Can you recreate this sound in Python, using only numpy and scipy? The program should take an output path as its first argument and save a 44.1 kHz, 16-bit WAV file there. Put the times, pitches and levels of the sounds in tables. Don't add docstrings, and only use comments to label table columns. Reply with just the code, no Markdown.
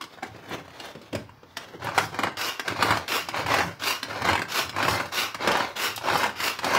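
import sys
import numpy as np
from scipy import signal
from scipy.fft import rfft, irfft
from scipy.io import wavfile
from scipy.ndimage import uniform_filter1d

SR = 44100
rng = np.random.default_rng(int(sys.argv[2]) if len(sys.argv) > 2 else 0)


def master(y):
    cut = np.clip(np.atleast_2d(y).T, -1, 1)
    pcm = np.round(cut * 32767)
    wavfile.write(sys.argv[1], SR, pcm.astype(np.int16))


def elevation(decibels):
    levels = np.asarray(decibels, float)
    return 10 ** (levels / 20)


N = 299306

# [f/Hz, width/Hz, level/dB]
BOWL_MODES = [(285, 17.6, -16), (347, 18, -0.5), (570, 23, 1), (850, 30.5, 3), (1070, 540, -17),
              (1570, 44, -10), (2056, 57, -2.5), (4120, 710, -14)]
# [f/Hz, level/dB per Hz]
RATTLE_COLOUR = [(150, -28), (250, -6.5), (443, -10), (980, -1.5), (1310, -7), (1570, -4), (3580, -18),
                 (4480, -20), (7000, -26.5), (9100, -43.5), (15400, -120)]


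def pulls():
    # [start/s, full speed/s, let go/s, rattle/dB, blade hiss/dB re rattle]
    tugs = [(1.79, 1.847, 1.914, -34.5, -19), (1.937, 1.984, 2.01, -32.5, -6.5),
            (2.116, 2.233, 2.23, -33.5, -25), (2.644, 2.706, 2.67, -26, -15.5),
            (2.754, 2.815, 2.79, -25.5, -18), (2.8, 2.898, 2.927, -24.5, -14.5),
            (3.323, 3.365, 3.4, -28.5, -15), (3.458, 3.515, 3.59, -24.5, -12),
            (4.04, 4.135, 4.21, -31.5, -16), (4.235, 4.258, 4.311, -25, -16),
            (4.73, 4.818, 4.98, -26.5, -12.5), (5.38, 5.448, 5.63, -26.5, -16.5),
            (6.009, 6.095, 6.22, -25, -15.5), (6.613, 6.679, 6.92, -25, -15.5)]
    # [f/Hz, level/dB per Hz]
    hiss_colour = [(3500, 0), (5500, 6.5), (7000, -4.5), (9500, -5.5), (12500, -5), (16000, -7)]
    start, full, let_go, rattle_db, hiss_db = np.transpose(tugs)
    spin = dict(rise_db=12, fall_db_per_s=163)
    rattle = swells(start, full, let_go, rattle_db, **spin).sum(0)
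    hiss = swells(start, full, let_go, rattle_db + hiss_db, **spin).sum(0)
    crumbs = grains(4000, spread_db=2.4, clump_db=1.5, clumps_per_s=35)
    edges = grains(9000, spread_db=2.5, clump_db=3.0, clumps_per_s=14)
    chop = body(crumbs, RATTLE_COLOUR, BOWL_MODES, modes_db=-1.5) + elevation(-1.0) * piece_rings(cycles=4.7)
    return rattle * elevation(-4.0) * chop + hiss * colour(edges, hiss_colour)


def piece_rings(cycles):
    hits = grains(900, spread_db=2.0, clump_db=1.5, clumps_per_s=45)
    pitches_hz = np.geomspace(330, 3600, 14)
    dealt = rng.integers(0, 14, N)
    rings = 0
    for k, hz in enumerate(pitches_hz):
        own_hits = hits * (dealt == k) + 1e-18
        rings = rings + resonate(own_hits, [(hz, hz / cycles, 0)]) / np.sqrt(hz)
    return rms_one(colour(rings, RATTLE_COLOUR))


def rewinds():
    # [start/s, fastest/s, ratchet/dB, growth from the start/dB]
    releases = [
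        (2.377, 2.473, -28.5, 1.5),
        (3.078, 3.157, -25, 7),
        (3.79, 3.892, -24.5, 17.5),
        (4.476, 4.582, -24.5, 14.5),
        (5.115, 5.205, -24.5, 9.5),
        (5.753, 5.846, -24, 10.5),
        (6.352, 6.464, -24.5, 15.5),
    ]
    # [f/Hz, width/Hz, level/dB]
    lid_modes = [(1080, 140, -2), (1576, 82, -1.5), (2145, 81, -9.5), (2850, 320, 2), (3430, 110, 5.5),
                 (5200, 400, -9.5), (5850, 290, -16)]
    # [f/Hz, level/dB per Hz]
    ratchet_colour = [(120, -34), (200, -9.5), (377, -2.5), (646, -3.5), (1490, 0), (1960, -2), (4880, -6),
                      (8000, -24), (10400, -58), (17600, -120)]
    cord_colour = [(4120, -20), (7000, -0.5), (9560, -6.5), (10800, -0.5), (15600, -3)]
    top_speed_s = 0.03
    start, full, ratchet_db, growth_db = np.transpose(releases)
    rasp = swells(start, full - top_speed_s / 2, full + top_speed_s / 2, ratchet_db - 1.0,
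                  rise_db=growth_db, fall_db_per_s=204).sum(0)
    teeth = grains(9000, spread_db=1.8, clump_db=1.2, clumps_per_s=90)
    cord_hiss = elevation(-8.0) * (rasp / elevation(-26.0)) ** 0.39 * colour(teeth, cord_colour)
    return rasp * (elevation(0.5) * body(teeth, ratchet_colour, lid_modes, modes_db=-5.0) + cord_hiss)


def knocks():
    # [f/Hz, level/dB per Hz]
    crack_colour = [(1500, -26), (3000, 4), (5000, 3.5), (8000, -11.5), (15500, -17), (20000, -18)]
    knock_t60_s, ring_t60_s, crack_t60_s, thud_t60_s = 0.071, 0.024, 0.055, 0.14
    into_bowl, ring, crack, thud = np.zeros((4, N + SR))
    t = np.arange(SR // 8) / SR
    rows = knock_rows()
    noises = rng.standard_normal((len(rows), len(t)))
    for (s, peak_db, hz, thud_db, crack_db, rise_ms, bowl_db), noise in zip(rows, noises):
        rise_s = max(rise_ms, .1) / 1000
        start = max(round((s + .002 - rise_s) * SR), 0)
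        at = slice(start, start + len(t))
        rise = np.minimum(t / rise_s, 1) ** 2
        after = np.maximum(t - rise_s, 0)
        partials = np.sin(2 * np.pi * hz * t)
        partials += 0.49 * np.sin(2 * np.pi * hz * (1.3 + 0.202 * noise[0]) * t)
        partials += 0.25 * np.sin(2 * np.pi * hz * (2.3 + 0.303 * noise[1]) * t)
        into_bowl[at] += elevation(peak_db + bowl_db - 9.5 - 60 * after / knock_t60_s) * rise * noise
        ring[at] += elevation(peak_db - 5.5 - 60 * after / ring_t60_s) * rise * partials
        crack[at] += elevation(peak_db + crack_db - 1.5 - 60 * after / crack_t60_s) * rise ** 3 * noise
        thud[at] += elevation(peak_db + thud_db + 14.5 - 60 * after / thud_t60_s) * rise * noise
    into_bowl, thud = into_bowl[:N] + 1e-18, thud[:N] + 1e-18
    bowl = colour(into_bowl, RATTLE_COLOUR) + elevation(-10.5) * resonate(into_bowl, BOWL_MODES)
    thud = signal.sosfilt(signal.butter(2, [140, 480], "band", fs=SR, output="sos"), thud)
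    return bowl + ring[:N] + colour(crack[:N], crack_colour) + thud


def knock_rows():
    # [t/s, peak/dB, ring f/Hz, crack/dB re peak]
    chops = [(1.888, -20, 1214, -18), (1.948, -22, 1140, -25), (1.977, -4.5, 803, -12.5),
             (1.983, -6.5, 1446, -14.5), (2.233, -10, 1100, -14.5), (2.97, -16, 660, -10),
             (3.342, -15.5, 817, -30), (3.461, -14, 1000, -15), (3.517, -11.5, 1100, -26),
             (3.539, -7.5, 1070, -14.5), (3.604, -9.5, 846, -38), (4.25, -17.5, 1220, -9),
             (4.286, -7.5, 990, -18), (4.329, -11.5, 1100, -13.5), (4.352, -9, 920, -16),
             (4.417, -16, 1570, -11.5), (4.783, -15, 860, -29), (4.801, -12, 964, -38),
             (4.826, -10.5, 1570, -15), (4.881, -6.5, 1082, -18), (4.908, -13, 930, -11),
             (4.928, -19, 1110, -20), (4.974, -30, 820, -29), (4.998, -13.5, 963, -19),
             (5.514, -13.5, 970, -9), (5.551, -8.5, 910, -25), (6.072, -16, 1085, -33),
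             (6.231, -11.5, 960, -12.5), (6.631, -17, 980, -23), (6.748, -10.5, 1060, -10)]
    # [t/s, peak/dB, ring f/Hz, crack/dB re peak]
    jolts = [(1.82, -26.5, 1020, -18), (1.869, -16.5, 957, -28), (2.143, -21, 746, -15),
             (2.188, -12.5, 795, -14.5), (2.243, -16, 570, -25), (2.269, -15, 830, -29),
             (2.282, -23, 560, -29), (2.678, -13, 1570, -9.5), (2.791, -20, 816, -28),
             (2.824, -7, 1210, -10), (2.905, -7, 1175, -13.5), (2.921, -13, 1105, -20),
             (3.368, -19.5, 1110, -24), (3.502, -15, 940, -26), (3.584, -9.5, 967, -14),
             (3.614, -18, 954, -25), (4.218, -17, 1057, -11.5), (4.273, -13, 1495, -20),
             (5.557, -21, 1500, -26), (4.391, -15, 985, -15), (4.762, -17, 1020, -15),
             (5.055, -22.5, 850, -12.5), (5.406, -23, 550, -27), (5.473, -6.5, 593, -12.5),
             (5.487, -9, 950, -29), (5.604, -13.5, 980, -20), (6.038, -20.5, 760, -31),
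             (6.145, -14.5, 850, -18), (6.177, -31, 824, -21), (6.643, -13, 887, -8),
             (6.705, -17.5, 840, -11)]
    # [t/s, peak/dB, ring f/Hz, crack/dB re peak]
    clicks = [(1.568, -21, 1790, -4), (2.369, -22.5, 2850, -8), (2.373, -27, 2900, -9),
              (2.41, -22, 1520, -7), (4.519, -22, 2950, -4), (4.589, -17.5, 3300, -12),
              (2.397, -28, 1600, -22), (2.594, -17, 1600, -7.5), (3.078, -26, 1570, -2),
              (3.118, -14.5, 3030, -31), (3.285, -19.5, 820, -5.5), (3.82, -24, 3340, -25),
              (3.835, -21, 1550, -4), (4.028, -19, 1600, -5), (4.546, -24, 1146, -8),
              (4.692, -24, 1620, -5), (5.12, -24, 1140, -17), (5.344, -18.5, 1180, -9.5),
              (5.762, -32, 845, -3), (5.786, -25, 1470, -10), (5.961, -40, 825, 10),
              (5.976, -21.5, 825, -7.5), (6.401, -19.5, 2090, -5.5), (6.587, -19, 1620, -8)]
    # [t/s, peak/dB, ring f/Hz]
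    further_knocks = [(1.797, -40, 344), (1.828, -28, 800), (1.846, -20, 550), (1.857, -25, 880),
                      (1.918, -28, 1065), (2.031, -22, 846), (2.038, -22, 1680), (2.09, -30, 678),
                      (2.105, -36, 818), (2.127, -30, 406), (2.136, -35, 417), (2.173, -35, 861),
                      (2.199, -18.5, 1430), (2.317, -31, 1076), (2.645, -34, 730), (2.658, -42, 1190),
                      (2.702, -20, 1390), (2.72, -17, 348), (2.76, -21, 1065), (2.847, -17, 450),
                      (2.864, -21, 1110), (2.872, -19, 1120), (2.891, -15, 990), (2.941, -19, 1055),
                      (2.953, -19, 1120), (3.008, -29, 936), (3.038, -34, 398), (3.314, -29, 2100),
                      (3.328, -35, 1076), (3.356, -33, 840), (3.38, -31, 1055), (3.392, -17, 564),
                      (3.399, -19, 470), (3.428, -30, 409), (3.479, -21, 890), (3.486, -24, 1010),
                      (3.509, -19, 920), (3.546, -15, 753), (3.556, -22, 940), (3.631, -20, 829),
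                      (3.663, -23, 990), (3.679, -23.5, 1546), (3.691, -26.5, 413), (3.709, -27, 600),
                      (4.05, -29, 1650), (4.082, -29, 570), (4.099, -26, 1400), (4.108, -22.5, 1390),
                      (4.13, -27, 970), (4.138, -36, 1485), (4.158, -23, 510), (4.173, -23, 1000),
                      (4.243, -22, 624), (4.26, -17, 1106), (4.295, -13, 870), (4.304, -12, 930),
                      (4.376, -15.5, 1630), (4.451, -29, 1680),
                      (4.726, -31, 2110), (4.732, -33, 1119), (4.774, -24, 340), (4.815, -26, 506),
                           (4.849, -10.5, 1324), (4.936, -17, 1430), (4.991, -31, 882), (5.004, -16, 1055),
                           (5.086, -30, 1560), (5.422, -25, 829), (5.446, -16, 490), (5.507, -10.5, 540),
                           (5.571, -13, 800), (5.59, -17.5, 875), (5.63, -30, 936), (5.645, -22, 800.3),
                           (5.664, -35, 1020), (5.675, -34, 925), (5.717, -40, 580), (6.01, -27, 968),
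                           (6.019, -35, 1421), (6.047, -30, 1390), (6.057, -20, 549), (6.084, -11.5, 910),
                           (6.099, -12.5, 1410), (6.13, -11, 930), (6.154, -7.5, 850), (6.194, -28, 700),
                           (6.202, -19, 1539), (6.239, -8, 977), (6.254, -13.5, 913), (6.26, -12, 880),
                           (6.273, -19, 535), (6.292, -19.5, 1520), (6.325, -35, 721), (6.665, -17, 704),
                           (6.68, -19, 925), (6.698, -25, 635), (6.72, -18, 839), (6.735, -11, 996),
                           (6.763, -13, 1065), (6.77, -12, 970)]
    # [t/s, peak/dB, ring f/Hz, thud/dB re peak, crack/dB re peak]
    bumps = [(0.01, -23.5, 1080, -20, -9), (0.021, -30, 1115, -12, -6), (0.039, -29.5, 1150, -21, -7.5),
             (0.174, -33, 500, -27, -26), (0.185, -33, 710, -23, -24), (0.224, -25, 840, -22, -32),
             (0.229, -17, 780, -17, -16), (0.248, -31, 2010, -23, -22), (0.256, -35, 790, -23, -25),
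             (0.28, -47, 850, -12, -25), (0.345, -34.5, 475, -4, -30), (0.388, -38, 715, -24, -25),
             (0.678, -33, 655, -28, -14), (0.704, -37.5, 1210, -20, -14), (0.36, -38, 556, -4, -10.5),
             (0.51, -23.5, 776, -10, -31), (0.58, -32, 620, -22, -26), (0.771, -39, 1080, -27, -25),
             (0.799, -26.5, 2840, -22, -9), (0.95, -31, 560, -3, -13), (1.014, -37.5, 513, -8, -6.5),
             (1.128, -21, 573, -4, -13.5), (1.149, -15.5, 586, -12.5, -12), (1.292, -36, 980, -17, -19),
             (1.431, -34.5, 499, -12, -46), (1.74, -43, 790, 8.5, -26)]
    rows = []
    for kind, thud_db, rise_ms in [(clicks, -22, 1.8), (jolts, -16.5, 3.4), (chops, -31.5, 2.9)]:
        rows += [(s, db, hz, thud_db, crack_db, rise_ms, 0) for s, db, hz, crack_db in kind]
    rows += [(*row, 4.6, -2) for row in bumps]
    further_shared = (-25.5, -19, 2.6, -3)
    rows += [(*row, *further_shared) for row in further_knocks]
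    return rows


def ticks():
    # [t/s, peak/dB]
    snaps = [
        (0.4944, -47),
        (0.8544, -45),
        (1.8447, -38),
        (3.3623, -42),
        (5.5697, -38),
        (5.961, -29),
        (6.1766, -30.5),
        (6.2342, -41),
    ]
    out = np.zeros(N + SR)
    t = np.arange(SR // 20) / SR
    for (s, peak_db), noise in zip(snaps, rng.standard_normal((len(snaps), len(t)))):
        start = round(s * SR)
        out[start:start + len(t)] += elevation(peak_db + 2.5 - 60 * t / 0.049) * noise
    return signal.sosfilt(signal.butter(3, 7500, "high", fs=SR, output="sos"), out[:N])


def handling():
    # [start/s, fullest/s, scrape/dB, hiss/dB re scrape, drag of the base/dB re scrape]
    rub_table = [
        (0.0, 0.13, -49, -2.5, -15),
        (0.152, 0.28, -46, -3, -12),
        (0.31, 0.536, -33, -5.5, -8.5),
        (0.633, 0.851, -35, -3, -21),
        (1.043, 1.194, -47.5, -1, -19),
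        (0.936, 1.046, -50, -2, -5),
        (1.417, 1.52, -54.5, 0, -12),
        (1.566, 1.62, -41, -4, -31),
        (1.66, 1.744, -44.5, -6.5, -1),
    ]
    # [f/Hz, level/dB per Hz]
    scrape_colour = [(200, -5.5), (500, 6), (800, 4.5), (1500, 1.5), (3000, -5), (5000, -11.5),
                     (9000, -42.5)]
    rustle_colour = [(2000, -19.5), (3500, 12.5), (6000, 1.5), (8500, -11.5), (15500, -12), (20000, -2)]
    start, full, scrape_db, hiss_db, drag_db = np.transpose(rub_table)
    rubs = swells(start, full, full, scrape_db, rise_db=27, fall_db_per_s=177)
    scrape, hiss, drag = rubs.sum(0), elevation(hiss_db) @ rubs, elevation(drag_db) @ rubs
    friction = grains(6000, spread_db=-3.5, clump_db=2.5, clumps_per_s=25)
    base = signal.sosfilt(signal.butter(2, [180, 550], "band", fs=SR, output="sos"), friction)
    rub = scrape * body(friction, scrape_colour, BOWL_MODES, modes_db=-43.0)
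    rub += hiss * colour(friction, rustle_colour) + drag * rms_one(base)
    return elevation(-2.0) * rub


def rumble():
    # [start/s, strongest/s, rumble/dB]
    shakes = [(0.2, 0.296, -52), (0.48, 0.553, -40), (1.115, 1.15, -37), (1.2, 1.292, -72),
              (1.753, 1.854, -38), (1.896, 2.033, -36), (2.136, 2.257, -42), (2.647, 2.71, -40.5),
              (2.698, 2.9, -36.5), (3.21, 3.387, -39.5), (3.41, 3.603, -31.5), (4.05, 4.31, -32),
              (4.54, 4.648, -43.5), (4.7, 4.926, -34), (5.378, 5.51, -37), (5.843, 6.173, -40.5),
              (6.25, 6.424, -52), (6.566, 6.787, -38.5)]
    # [f/Hz, width/Hz, level/dB]
    counter_modes = [(82, 14, -1), (113, 27, 0), (174, 26, -6), (285, 30, -6)]
    shaking = rng.standard_normal(N) * elevation(2.5 * drift(25))
    start, full, rumble_db = np.transpose(shakes)
    force = swells(start, full, full, rumble_db, rise_db=21, fall_db_per_s=112).sum(0) + elevation(-60)
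    return force * rms_one(resonate(resonate(shaking, counter_modes), [(117.0, 147, 0)]))


def sway():
    # [start/s, strongest/s, level/dB]
    leans = [
        (1.1, 1.18, -50),
        (1.9, 2.0, -53),
        (2.1, 2.22, -52),
        (2.75, 2.92, -58),
        (3.3, 3.43, -52),
        (5.35, 5.54, -44),
    ]
    start, full, sway_db = np.transpose(leans)
    deep = signal.sosfilt(signal.butter(2, [22, 55], "band", fs=SR, output="sos"), rng.standard_normal(N))
    return swells(start, full, full, sway_db, rise_db=16.0, fall_db_per_s=90).sum(0) * rms_one(deep)


def kitchen(x):
    t60_s, wall_cut_hz = 0.28, 13400
    t = np.arange(SR // 2) / SR
    tail = rng.standard_normal(len(t)) * elevation(-60 * t / t60_s) * (t > .006)
    tail = signal.sosfilt(signal.butter(1, wall_cut_hz, fs=SR, output="sos"), tail)
    return signal.fftconvolve(x, tail / np.linalg.norm(tail))[:N]


def room_tone():
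    # [f/Hz, level/dB per Hz]
    tone_colour = [(18, -49), (30, 0), (103, -4.5), (456, -3.5), (592, -8), (924, -3), (3800, -19.5),
                   (5200, -19), (8330, -39), (15600, -27)]
    return elevation(-56) * colour(rng.standard_normal(N), tone_colour)


def swells(start, full, let_go, level_db, rise_db, fall_db_per_s):
    columns = (start, full, let_go, level_db, rise_db)
    start, full, let_go, level_db, rise_db = (np.reshape(v, (-1, 1)) for v in columns)
    t = np.arange(N // 8 + 1) * 8 / SR
    to_go = np.clip((full - t) / np.maximum(full - start, .002), 0, 1)
    sets_in = np.clip((t - start) / .01, 0, 1)
    gain = sets_in * elevation(level_db - rise_db * to_go - fall_db_per_s * np.maximum(t - let_go, 0))
    return np.repeat(gain, 8, axis=1)[:, :N]


def grains(per_s, spread_db, clump_db, clumps_per_s):
    sizes = elevation(spread_db * np.minimum(rng.exponential(1, N), 5)) * rng.choice([-1, 1], N)
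    born = rng.random(N) < per_s / SR
    return rms_one(sizes * born * elevation(clump_db * drift(clumps_per_s)) + 1e-9)


def body(contacts, spectrum, modes, modes_db):
    broad = rms_one(colour(contacts, spectrum))
    return rms_one(broad + elevation(modes_db) * rms_one(resonate(contacts, modes)))


def resonate(x, modes):
    out = 0
    for k, (hz, width_hz, level_db) in enumerate(modes):
        r = np.exp(-np.pi * max(width_hz, hz / 14) / SR)
        a = [1, -2 * r * np.cos(2 * np.pi * hz / SR), r * r]
        b = [(1 - r * r) / 2, 0, (r * r - 1) / 2]
        out = out + (-1) ** k * elevation(level_db) * signal.lfilter(b, a, x)
    return out


def colour(x, spectrum):
    size = 4096
    hz, level_db = np.transpose(spectrum)
    bin_hz = np.arange(size // 2 + 1) * SR / size
    log_gain = np.log(elevation(np.interp(np.log(bin_hz + 1), np.log(hz), level_db)))
    cepstrum = irfft(log_gain)
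    cepstrum[1:size // 2] *= 2
    cepstrum[size // 2 + 1:] = 0
    response = irfft(np.exp(rfft(cepstrum)))
    return signal.fftconvolve(x, response / np.linalg.norm(response))[:N]


def drift(rate_hz):
    r = np.exp(-2 * np.pi * rate_hz / SR)
    return rms_one(signal.lfilter([1], [1, -2 * r, r * r], rng.standard_normal(N + SR))[SR:])


def rms_one(x):
    return x / np.sqrt(np.mean(x ** 2) + 1e-20)


def scene():
    chopper = pulls() + rewinds() + knocks() + ticks() + handling() + rumble() + sway()
    return (chopper + elevation(-10.5) * kitchen(chopper) + room_tone())[None]


def starved_bands(x):
    # [from/s, to/s, low f/Hz, high f/Hz]
    dropouts = [(0.53, 0.7, 4900, 5100), (0.95, 1.1, 5590, 5860), (1.68, 1.86, 2450, 2550),
                (2.8, 2.92, 3080, 3240), (2.8, 2.96, 5900, 6380), (3.1, 3.25, 4300, 4480),
                (3.09, 3.19, 5770, 5860), (3.6, 3.72, 3990, 4220), (3.92, 4.01, 2620, 2720),
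                (4.31, 4.48, 5460, 5650), (4.27, 4.49, 6100, 6400), (4.63, 4.75, 4350, 4600),
                (4.83, 4.97, 6000, 6370), (5.85, 5.93, 6110, 6250), (6.04, 6.17, 6200, 6420)]
    ripple_db, rare = 2.2, 1.7
    hz, s, z = signal.stft(x, SR, nperseg=1024, noverlap=768)
    chance = uniform_filter1d(rng.standard_normal((len(hz) // 3 + 1, len(s))), size=17, axis=1)
    chance = rms_one(uniform_filter1d(chance, size=5, axis=1))
    chance = np.repeat(chance, 3, axis=0)[:len(hz)]
    middle = ((hz > 1900) & (hz < 6500))[:, None]
    limit = rare - .9 * (hz[:, None] / 6500) ** 4
    gain_db = middle * (ripple_db * chance - 30 * np.clip(4 * (-chance - limit), 0, 1))
    for start, end, low, high in dropouts:
        gain_db[np.ix_((hz >= low) & (hz <= high), (s >= start) & (s <= end))] = -30
    shift = round(6750 / hz[1])
    gain_db[shift:] += np.minimum(gain_db[:-shift] + 6, 0)
    return signal.istft(z * elevation(gain_db), SR, nperseg=1024, noverlap=768)[1][..., :N]


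def band_limit(x):
    return signal.sosfilt(signal.butter(12, 16450, fs=SR, output="sos"), x)


def record(dry):
    x = signal.sosfilt(signal.butter(2, 65, "high", fs=SR, output="sos"), dry)
    x = starved_bands(x)
    x = signal.sosfilt(signal.ellip(12, .5, 48, 15740, fs=SR, output="sos"), x)
    return band_limit(x)


dry = scene()
out = record(dry)
master(out)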